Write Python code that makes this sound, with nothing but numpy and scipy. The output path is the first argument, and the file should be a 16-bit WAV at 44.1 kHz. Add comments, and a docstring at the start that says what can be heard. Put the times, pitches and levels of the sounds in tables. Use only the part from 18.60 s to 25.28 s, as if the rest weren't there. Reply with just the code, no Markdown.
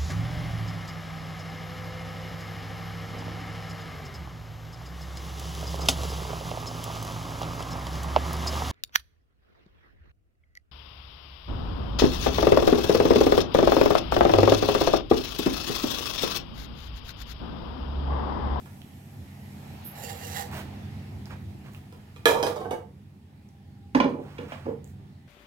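"""A utensil scrapes and knocks on a metal pan at the right: rough contact forces ring banks of modes.
A plate is bumped and turned on the counter, by the same means; toast slides on it as shaped noise, with dry ticks.
A small tiled kitchen answers as decaying noise tails. Behind it lie low rumble and wavering tones, from a distant
engine and later from pan and turning plate, under a wash, a soft hiss and a faint fuzzy tone. Two microphones listen."""
import sys
import numpy as np
from scipy import signal
from scipy.fft import rfft, irfft, next_fast_len
from scipy.io import wavfile
from scipy.ndimage import uniform_filter1d, map_coordinates

SR = 44100
rng = np.random.default_rng(int(sys.argv[2]) if len(sys.argv) > 2 else 0)


def decibels_to_gain(level_db):
    """Convert a level in decibels to a linear amplitude gain (20 dB per decade)."""
    exponent = np.asarray(level_db, float) / 20
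    return 10 ** exponent


def dump_mix(stems):
    """Bounce the given channels to the path in sys.argv[1] as a 16-bit WAV at rate SR."""
    frames = np.atleast_2d(stems).T  # one column per channel
    limited = np.clip(frames, -1, 1)  # hard clip at full scale
    pcm = np.round(limited * 32767).astype(np.int16)
    wavfile.write(sys.argv[1], SR, pcm)


N = 294477

# utensil dragged along, pressure as level: time_s, level_db
DRAG_PRESSURE = [(1.35, -51.5), (1.422, -46.5), (1.44, -40), (1.48, -49.5), (1.494, -43.5), (1.582, -51.5),
                 (1.65, -45), (1.74, -43), (1.78, -37.5), (1.805, -37.5), (1.826, -39.5), (1.848, -59),
                 (1.87, -69)]
# modes the drag rings: centre_hz, width_hz, level_db
BLADE_MODES = [(480.6, 9.4, 5.5), (800, 23.6, 7.5), (1817, 160, -3.5), (2100, 39, -7), (2770, 41, -6),
               (3360, 85, -9.5), (3930, 76, -10), (4620, 80, -9.5), (5520, 49, -18), (6000, 63, -8.5),
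               (7360, 160, -13), (12040, 330, -6.5), (13550, 150, -16)]
# utensil blows on the pan: start_s, low_db, bright_db
PAN_BLOWS = [(0.058, -54, -54.5), (3.325, -54, -54.5), (3.562, -57, -53), (3.656, -17.5, -17),
             (3.683, -18.5, -24.5), (3.707, -25, -30), (3.744, -18, -36), (3.79, -33, -37.5),
             (3.828, -18.5, -26), (3.867, -27, -32), (3.9, -34, -45), (3.96, -29.5, -41.5),
             (4.005, -29, -47), (4.045, -29, -52), (4.109, -23, -35.5)]
# pan modes: centre_hz, width_hz, level_db
PAN_MODES = [(303, 180, -20), (481.3, 27.3, 3.5), (572, 30, -9), (636, 36, -7), (795, 43, -2.5),
             (934, 39, 0), (1102, 49, -7), (1190, 55, -1.5), (1403, 33, -8), (1690, 58, -7),
             (2422, 80, -12), (3184, 135, -10), (4030, 31, -16), (4985, 73.8, -14.5), (6240, 113, -26),
             (7040, 66, -17), (9850, 110, -40.5), (11820, 86, -16.5)]
# plate bumping the counter: start_s, low_db, bright_db
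PLATE_BUMPS = [(5.348, -16, -23.5), (5.401, -20, -23), (5.44, -15, -34.5), (5.483, -28.5, -57),
               (5.535, -23, -55), (5.585, -25.5, -62), (5.783, -33, -41.5), (5.806, -32, -51),
               (5.92, -39.5, -40), (6.054, -23.5, -49), (6.073, -27, -67), (6.1, -30.5, -69)]
# plate modes: centre_hz, width_hz, level_db
PLATE_MODES = [(251, 48, -6.5), (398, 122, -9), (481.3, 41, 0.5), (577, 106, -6), (860, 59, -2.5),
               (1005, 76, -1), (1436, 440, -8), (1813, 110, -5), (2350, 194, -8.5), (2894, 74, -8),
               (3260, 200, -13.5), (4150, 52, -13), (4800, 210, -21), (6420, 240, -22)]
# toast crust and plate rim sliding: start_s, length_s, rasp_db, bright_db
SLIDE_STROKES = [(1.91, 0.11, -42, -49), (2.655, 0.029, -55, -60), (2.696, 0.048, -47, -85),
                 (3.041, 0.064, -54.5, -69), (3.113, 0.084, -60.5, -63), (5.594, 0.54, -54.5, -69.5),
                 (5.883, 0.085, -53.5, -71.5), (6.259, 0.072, -85, -68)]
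# crust rasp spectrum: freq_hz, relative_db
CRUST_SPECTRUM = [(200, -13.5), (840, -3), (1500, -7), (2600, -11.5), (9000, -33), (13000, -58.5)]
# dry little ticks: start_s, level_db, pitch_hz
CRUMB_TICKS = [(0.218, -36, 3100), (2.657, -33.5, 5000), (2.708, -33, 1240), (3.148, -35, 2700),
               (4.889, -46.5, 6000), (6.244, -35.5, 7200), (6.276, -46, 7500)]
# room decay: freq_hz, t60_s
KITCHEN_DECAY = [(200, 0.4), (2000, 0.3), (12000, 0.26)]
# likeness of the two microphones in diffuse sound: freq_hz, likeness (0-1)
MIC_LIKENESS = [(60, 1), (300, 0.88), (550, 0.36), (950, 0.035), (3770, 0.048), (15000, 0.79)]
# low rumble and tones, an engine passing, later swells from pan and turning plate: time_s, level_db
RUMBLE_LOUDNESS = [(0.0, -44), (1.77, -41), (1.95, -36.5), (2.44, -37.5), (3.52, -45), (3.89, -40.5),
                   (4.44, -47.5), (5.32, -46.5), (5.56, -42), (6.68, -46)]
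# rumble spectrum: freq_hz, relative_db
RUMBLE_SPECTRUM = [(20, -35), (55, -17.5), (87, 0.5), (144, -8), (205, -8), (420, -22.5), (700, -51.5)]
# wavering low tones: pitch_hz, level_db
LOW_TONES = [(77, -22), (96, -7.5), (142, -6), (200, -9), (232, -15.5)]
# wash spectrum: freq_hz, relative_db
WASH_SPECTRUM = [(150, -35), (260, -24), (620, -16.5), (800, -12.5), (1050, -22.5), (1550, -25),
                 (1800, -21), (5000, -31.5), (9000, -49.5)]
# hiss spectrum: freq_hz, relative_db
HISS_SPECTRUM = [(1760, -13), (3000, -13), (8760, -5.5), (12800, -6.5), (15500, -7)]

TOP_HZ = 15900  # band limit of the mix
DRAG_LOW_DB, DRAG_BRIGHT_DB = -1.5, -0.5
PAN_CHATTER_T60_S, PLATE_CHATTER_T60_S = 0.095, 0.097
# a hand grips it: from this time, share by which the modes drop
PAN_HELD_S, PAN_HELD_DROP = 3.94, 0.07
PLATE_HELD_S, PLATE_HELD_DROP = 6.0, 0.04
MODE_SHIFT = 0.008  # rms share by which each mode wanders between contacts
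FIZZ_S, FIZZ_RISE_S, FIZZ_DB = 1.24, 0.022, -41
WASH_DB, WASH_SWELL_DB, WASH_SWELL_S, WASH_SWELL_WIDTH_S = -60.5, 11.5, 1.7, 0.85
HISS_DB, HISS_FALL_DB_PER_S = -62.5, 2
HISS_SWELL_DB, HISS_SWELL_S, HISS_SWELL_WIDTH_S = 4, 1.1, 0.33  # just before the drag
SINK_S, SINK_DB, RETURN_DB_PER_S = 4.15, 7, 1
TONE_S, TONE_LENGTH_S, TONE_HZ, TONE_DB = 4.85, 1, 802, -68


def unit(x):
    """Scale to rms 1."""
    return x / np.sqrt(np.mean(x ** 2) + 1e-20)


def along(points, hz):
    """Interpolate (freq_hz, value) points on a log frequency axis."""
    point_hz, value = np.transpose(points)
    return np.interp(np.log(hz + 1), np.log(point_hz + 1), value)


def gains(rows):
    """One gain per sample for each dB column, silent outside the table."""
    time_s, *columns = np.transpose(rows)
    t = np.arange(N) / SR
    return decibels_to_gain(np.array([np.interp(t, time_s, level_db, -200, -200) for level_db in columns]))


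def wobble(rate_hz):
    """Smooth random curve, rate_hz knots a second."""
    knots = rng.standard_normal(int(N * rate_hz / SR) + 4)
    return map_coordinates(knots, [np.arange(N) * rate_hz / SR])


def stroke(start_s, length_s):
    """Contact that swells quickly and fades, 0-1."""
    progress = np.clip((np.arange(N) / SR - start_s) / length_s, 0, 1)
    return abs(np.sin(np.pi * progress)) ** 0.38


def filtered(x, response):
    """Multiply the spectrum of x by a complex response of frequency."""
    size = next_fast_len(N + SR // 2)
    return irfft(rfft(x, size) * response(np.fft.rfftfreq(size, 1 / SR)), size)[..., :N]


def left_lag(lag_s):
    """Response that delays the left channel only."""
    return lambda f: np.exp(-2j * np.pi * f * [[lag_s], [0]])


def split(split_hz):
    """Response of a causal third-order lowpass and second-order highpass."""
    def response(f):
        ratio = 1j * f / split_hz
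        return np.array([1 / (1 + ratio) ** 3, (ratio / (1 + ratio)) ** 2])
    return response


def grit(spiky_db):
    """Rough contact: low and bright noise whose size jumps from grain to grain."""
    return unit(rng.standard_normal((2, N)) * decibels_to_gain(spiky_db * wobble(400)))


def alike(pair, colour):
    """Mix two unrelated signals until they are as alike as two close microphones hear them."""
    def mid_side(hz):
        angle = np.arccos(np.clip(along(MIC_LIKENESS, hz), -1, 1)) / 2
        return colour(hz) * [np.cos(angle), np.sin(angle)]
    mid, side = filtered(pair, mid_side)
    return np.array([mid + side, mid - side])


def heard(x, lag_s, right_db, room_db):
    """Left hears it later and weaker; the tiles' noise tails differ by side, and six of them take turns."""
    direct = filtered(x, left_lag(lag_s))
    turn = np.arange(N) // 2000 % 6
    wet = 0
    for k in range(6):
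        hz, t, z = signal.stft(rng.standard_normal((2, SR // 2)), SR, nperseg=256)
        decay = decibels_to_gain(-60 * t / along(KITCHEN_DECAY, hz)[:, None])
        tail = signal.istft(z * decay, SR, nperseg=256)[1]
        tail = tail / np.linalg.norm(tail[0])
        sent = np.pad(x * (turn == k), (200, 0))[None]  # first reflection delay, samples
        wet = wet + signal.fftconvolve(sent, tail, axes=1)[:, :N]
    room = decibels_to_gain(room_db) * alike(wet, np.ones_like)
    return (direct + room) * decibels_to_gain(np.array([[-right_db / 2], [right_db / 2]]))


def body(contacts, modes, split_hz, top_hz, contact_db, spread_db, held=(0, 0)):
    """Each (sample, force pair) rings the modes at new strengths and shifted pitches; lower once held."""
    size, kept = 16384, 16000
    f = np.fft.rfftfreq(size, 1 / SR)
    centre_hz, width_hz, level_db = np.transpose(modes)[:, :, None]
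    held_s, held_drop = held
    count = len(centre_hz)
    sign = (-1) ** np.arange(count)[:, None]
    bare = decibels_to_gain(contact_db) * (1j * f / (150 + 1j * f)) ** 2  # the contact itself, between the modes
    halves = split(split_hz)(f) / (1 + 1j * f / top_hz) ** 2  # softer thing, less treble
    out = np.zeros(N + SR)
    for at, force in contacts:
        strength, shift = rng.standard_normal((2, count))
        pitch_hz = centre_hz * (1 - held_drop * (at > held_s * SR) + MODE_SHIFT * shift[:, None])
        damping = 1j * f * width_hz
        each = sign * decibels_to_gain(level_db) * damping / (pitch_hz ** 2 - f * f + damping)
        ring = halves * (bare + decibels_to_gain(spread_db * strength) @ each)
        ring = ring / np.sqrt(np.mean(abs(ring) ** 2, axis=1, keepdims=True))
        out[at:][:kept] += irfft((rfft(force, size) * ring).sum(0))[:kept]
    return out[:N]


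def blows(rows, strike, strike_t60_s, push, rise_s, chatter_t60_s, spiky_db):
    """Sharp bright strike, then dying chatter; the duller the blow, the slower its low part builds."""
    t = np.arange(SR // 4) / SR
    rough = grit(spiky_db)
    contacts = []
    for start_s, low_db, bright_db in rows:
        at = round(start_s * SR)
        dull_db = low_db - bright_db
        grains = rough[:, at:][:, :len(t)]
        low, bright = decibels_to_gain(-60 * t / chatter_t60_s) * grains
        bright *= decibels_to_gain(-25 * t / chatter_t60_s)  # treble dies first
        bright *= 1 - np.exp(-t / 0.0019)
        hard = decibels_to_gain(-0.4 * dull_db)  # dull blows land softer
        bright += strike * hard * decibels_to_gain(-60 * t / strike_t60_s) * (1 + 0.5 * grains[1])
        low *= 1 - np.exp(-t / (rise_s * decibels_to_gain(0.66 * min(dull_db, 22))))
        low += push * hard ** 2 * decibels_to_gain(-60 * t / 0.00063)  # sharp blows also shove the low modes
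        contacts.append((at, np.array([decibels_to_gain(low_db) * low, decibels_to_gain(bright_db) * bright])))
    return contacts


def scrape():
    """Dragged blade: uneven gritty force in overlapping grains; the ring changes along the stroke."""
    shares = decibels_to_gain([[DRAG_LOW_DB], [DRAG_BRIGHT_DB]])
    force = gains(DRAG_PRESSURE) * shares * decibels_to_gain(1.2 * wobble(45)) * grit(spiky_db=2.8)
    hop = 2048
    window = np.sin(np.pi * np.arange(2 * hop) / (2 * hop)) ** 2
    first, last = round(DRAG_PRESSURE[0][0] * SR) - hop, round(DRAG_PRESSURE[-1][0] * SR)
    contacts = [(at, force[:, at:at + 2 * hop] * window) for at in range(first, last, hop)]
    sound = body(contacts, BLADE_MODES, split_hz=1730, top_hz=18100, contact_db=-19, spread_db=4.0)
    return heard(sound, lag_s=0.0004, right_db=10.0, room_db=-6.5)


def pan():
    """Utensil blows ring the metal modes, which sit lower once gripped."""
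    contacts = blows(PAN_BLOWS, strike=7.57, strike_t60_s=0.003, push=10.7, rise_s=0.00096,
                     chatter_t60_s=PAN_CHATTER_T60_S, spiky_db=1.5)
    sound = body(contacts, PAN_MODES, split_hz=1230, top_hz=11500, contact_db=-26.5, spread_db=2.5,
                 held=(PAN_HELD_S, PAN_HELD_DROP))
    return heard(sound, lag_s=0.00022, right_db=6, room_db=-1.0)


def plate():
    """Clacks on the counter ring the plate modes, which sit lower once gripped."""
    contacts = blows(PLATE_BUMPS, strike=4.4, strike_t60_s=0.019, push=4.4, rise_s=0.0012,
                     chatter_t60_s=PLATE_CHATTER_T60_S, spiky_db=-1.5)
    sound = body(contacts, PLATE_MODES, split_hz=385, top_hz=6250, contact_db=-39, spread_db=1.64,
                 held=(PLATE_HELD_S, PLATE_HELD_DROP))
    return heard(sound, lag_s=0.00028, right_db=4.0, room_db=-2.5)


def slides():
    """Crust and rim rasp over the surface: gritty noise, a shaped rasp plus bright dust."""
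    rasp = unit(filtered(grit(spiky_db=1.0)[0], lambda f: decibels_to_gain(along(CRUST_SPECTRUM, f))))
    dust = unit(filtered(grit(spiky_db=3.0)[1], lambda f: split(2500)(f)[1]))
    sound = np.zeros(N)
    for start_s, length_s, rasp_db, bright_db in SLIDE_STROKES:
        sound += stroke(start_s, length_s) * (decibels_to_gain(rasp_db) * rasp + decibels_to_gain(bright_db) * dust)
    return sound


def ticks():
    """Crumbs tick: a sine decaying within a few cycles plus a snap of noise."""
    t = np.arange(SR // 50) / SR
    sound = np.zeros(N)
    for start_s, level_db, pitch_hz in CRUMB_TICKS:
        ring = decibels_to_gain(-60 * t * pitch_hz / 14) * np.sin(2 * np.pi * pitch_hz * t)  # -60 dB in 14 cycles
        snap = 0.32 * decibels_to_gain(-60 * t / 0.0026) * rng.standard_normal(len(t))
        sound[round(start_s * SR):][:len(t)] += decibels_to_gain(level_db) * (ring + snap)
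    return sound


def fizz():
    """Short high hiss: a noise band that rises fast and fades."""
    band = unit(filtered(rng.standard_normal(N), lambda f: np.exp(-((f - 12400) / 1900) ** 2)))
    u = np.clip((np.arange(N) / SR - FIZZ_S) / FIZZ_RISE_S, 0, None)
    return decibels_to_gain(FIZZ_DB) * (u * np.exp(1 - u)) ** 2 * band


def toast():
    """Slides, crumb ticks and the brief fizz, heard from one place."""
    return heard(slides() + ticks() + fizz(), lag_s=0.00013, right_db=6.5, room_db=-4.0)


def rush(spectrum, patchy_db, lag_s):
    """Stereo noise of rms 1 with time-frequency patches of random gain."""
    z = signal.stft(rng.standard_normal((2, N)), nperseg=512)[2]
    field = uniform_filter1d(rng.standard_normal(z.shape[1:]), 6, 0)
    field = unit(uniform_filter1d(field, 14, 1))
    pair = signal.istft(z * decibels_to_gain(patchy_db * field), nperseg=512)[1][:, :N]
    coloured = alike(pair, lambda hz: decibels_to_gain(along(spectrum, hz)))
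    return unit(filtered(coloured, left_lag(lag_s)))


def low_rumble():
    """Low noise plus tones wavering in pitch and level: an engine passing, later swells from pan and plate."""
    tones = 0
    for pitch_hz, level_db in LOW_TONES:
        level = decibels_to_gain(level_db + 1.5 * wobble(3.636))
        cycles = np.cumsum(pitch_hz * (1 + 0.0081 * wobble(2.8))) / SR
        tones = tones + level * np.sin(2 * np.pi * cycles)
    rumble = decibels_to_gain(-3.0 + 0.95 * wobble(8.4)) * rush(RUMBLE_SPECTRUM, patchy_db=1.5, lag_s=0.000112)
    return gains(RUMBLE_LOUDNESS)[0] * (rumble + tones) * decibels_to_gain(np.array([[-0.6], [0.6]]))


def sink_db():
    """Level curve of wash and hiss: they sink, then creep part of the way back."""
    since_s = np.arange(N) / SR - SINK_S
    return np.clip(since_s / 0.033, 0, 1) * (RETURN_DB_PER_S * since_s - SINK_DB)


def swell(centre_s, width_s):
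    """Bell-shaped rise and fall, 0-1."""
    return np.exp(-((np.arange(N) / SR - centre_s) / width_s) ** 2)


def wash():
    """Room air as patchy noise, swelling once as if traffic went by."""
    level_db = WASH_DB + WASH_SWELL_DB * swell(WASH_SWELL_S, WASH_SWELL_WIDTH_S) + sink_db()
    noise = decibels_to_gain(0.22 * wobble(4.9)) * rush(WASH_SPECTRUM, patchy_db=1.5, lag_s=0.00014)
    return decibels_to_gain(level_db) * noise * decibels_to_gain(np.array([[0.5], [2.5]]))


def hiss():
    """Fine patchy noise, slowly falling, with one swell."""
    level_db = HISS_DB - HISS_FALL_DB_PER_S * np.arange(N) / SR + sink_db()
    level_db = level_db + HISS_SWELL_DB * swell(HISS_SWELL_S, HISS_SWELL_WIDTH_S)
    noise = decibels_to_gain(0.68 * wobble(2.0)) * rush(HISS_SPECTRUM, patchy_db=1.2, lag_s=0.00016)
    return decibels_to_gain(level_db) * noise * decibels_to_gain(np.array([[0.5], [2.5]]))


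def fuzzy_tone():
    """Faint narrow noise band that comes and goes."""
    fuzz = unit(filtered(rng.standard_normal(N), lambda f: np.exp(-((f - TONE_HZ) / 30) ** 2)))
    return decibels_to_gain(TONE_DB) * stroke(TONE_S, TONE_LENGTH_S) * fuzz


def background():
    """Rumble, wash, hiss and the fuzzy tone together."""
    return low_rumble() + wash() + hiss() + fuzzy_tone()


def scene():
    """Everything in the kitchen."""
    return scrape() + pan() + plate() + toast() + background()


def band_limit(x):
    """A steep low-pass at the top of the band."""
    return signal.sosfilt(signal.butter(12, 16570, fs=SR, output="sos"), x)


def record(dry):
    """Keep nothing above the band limit."""
    mix = filtered(dry, lambda hz: hz < TOP_HZ)
    return band_limit(mix)


dry = scene()
out = record(dry)
dump_mix(out)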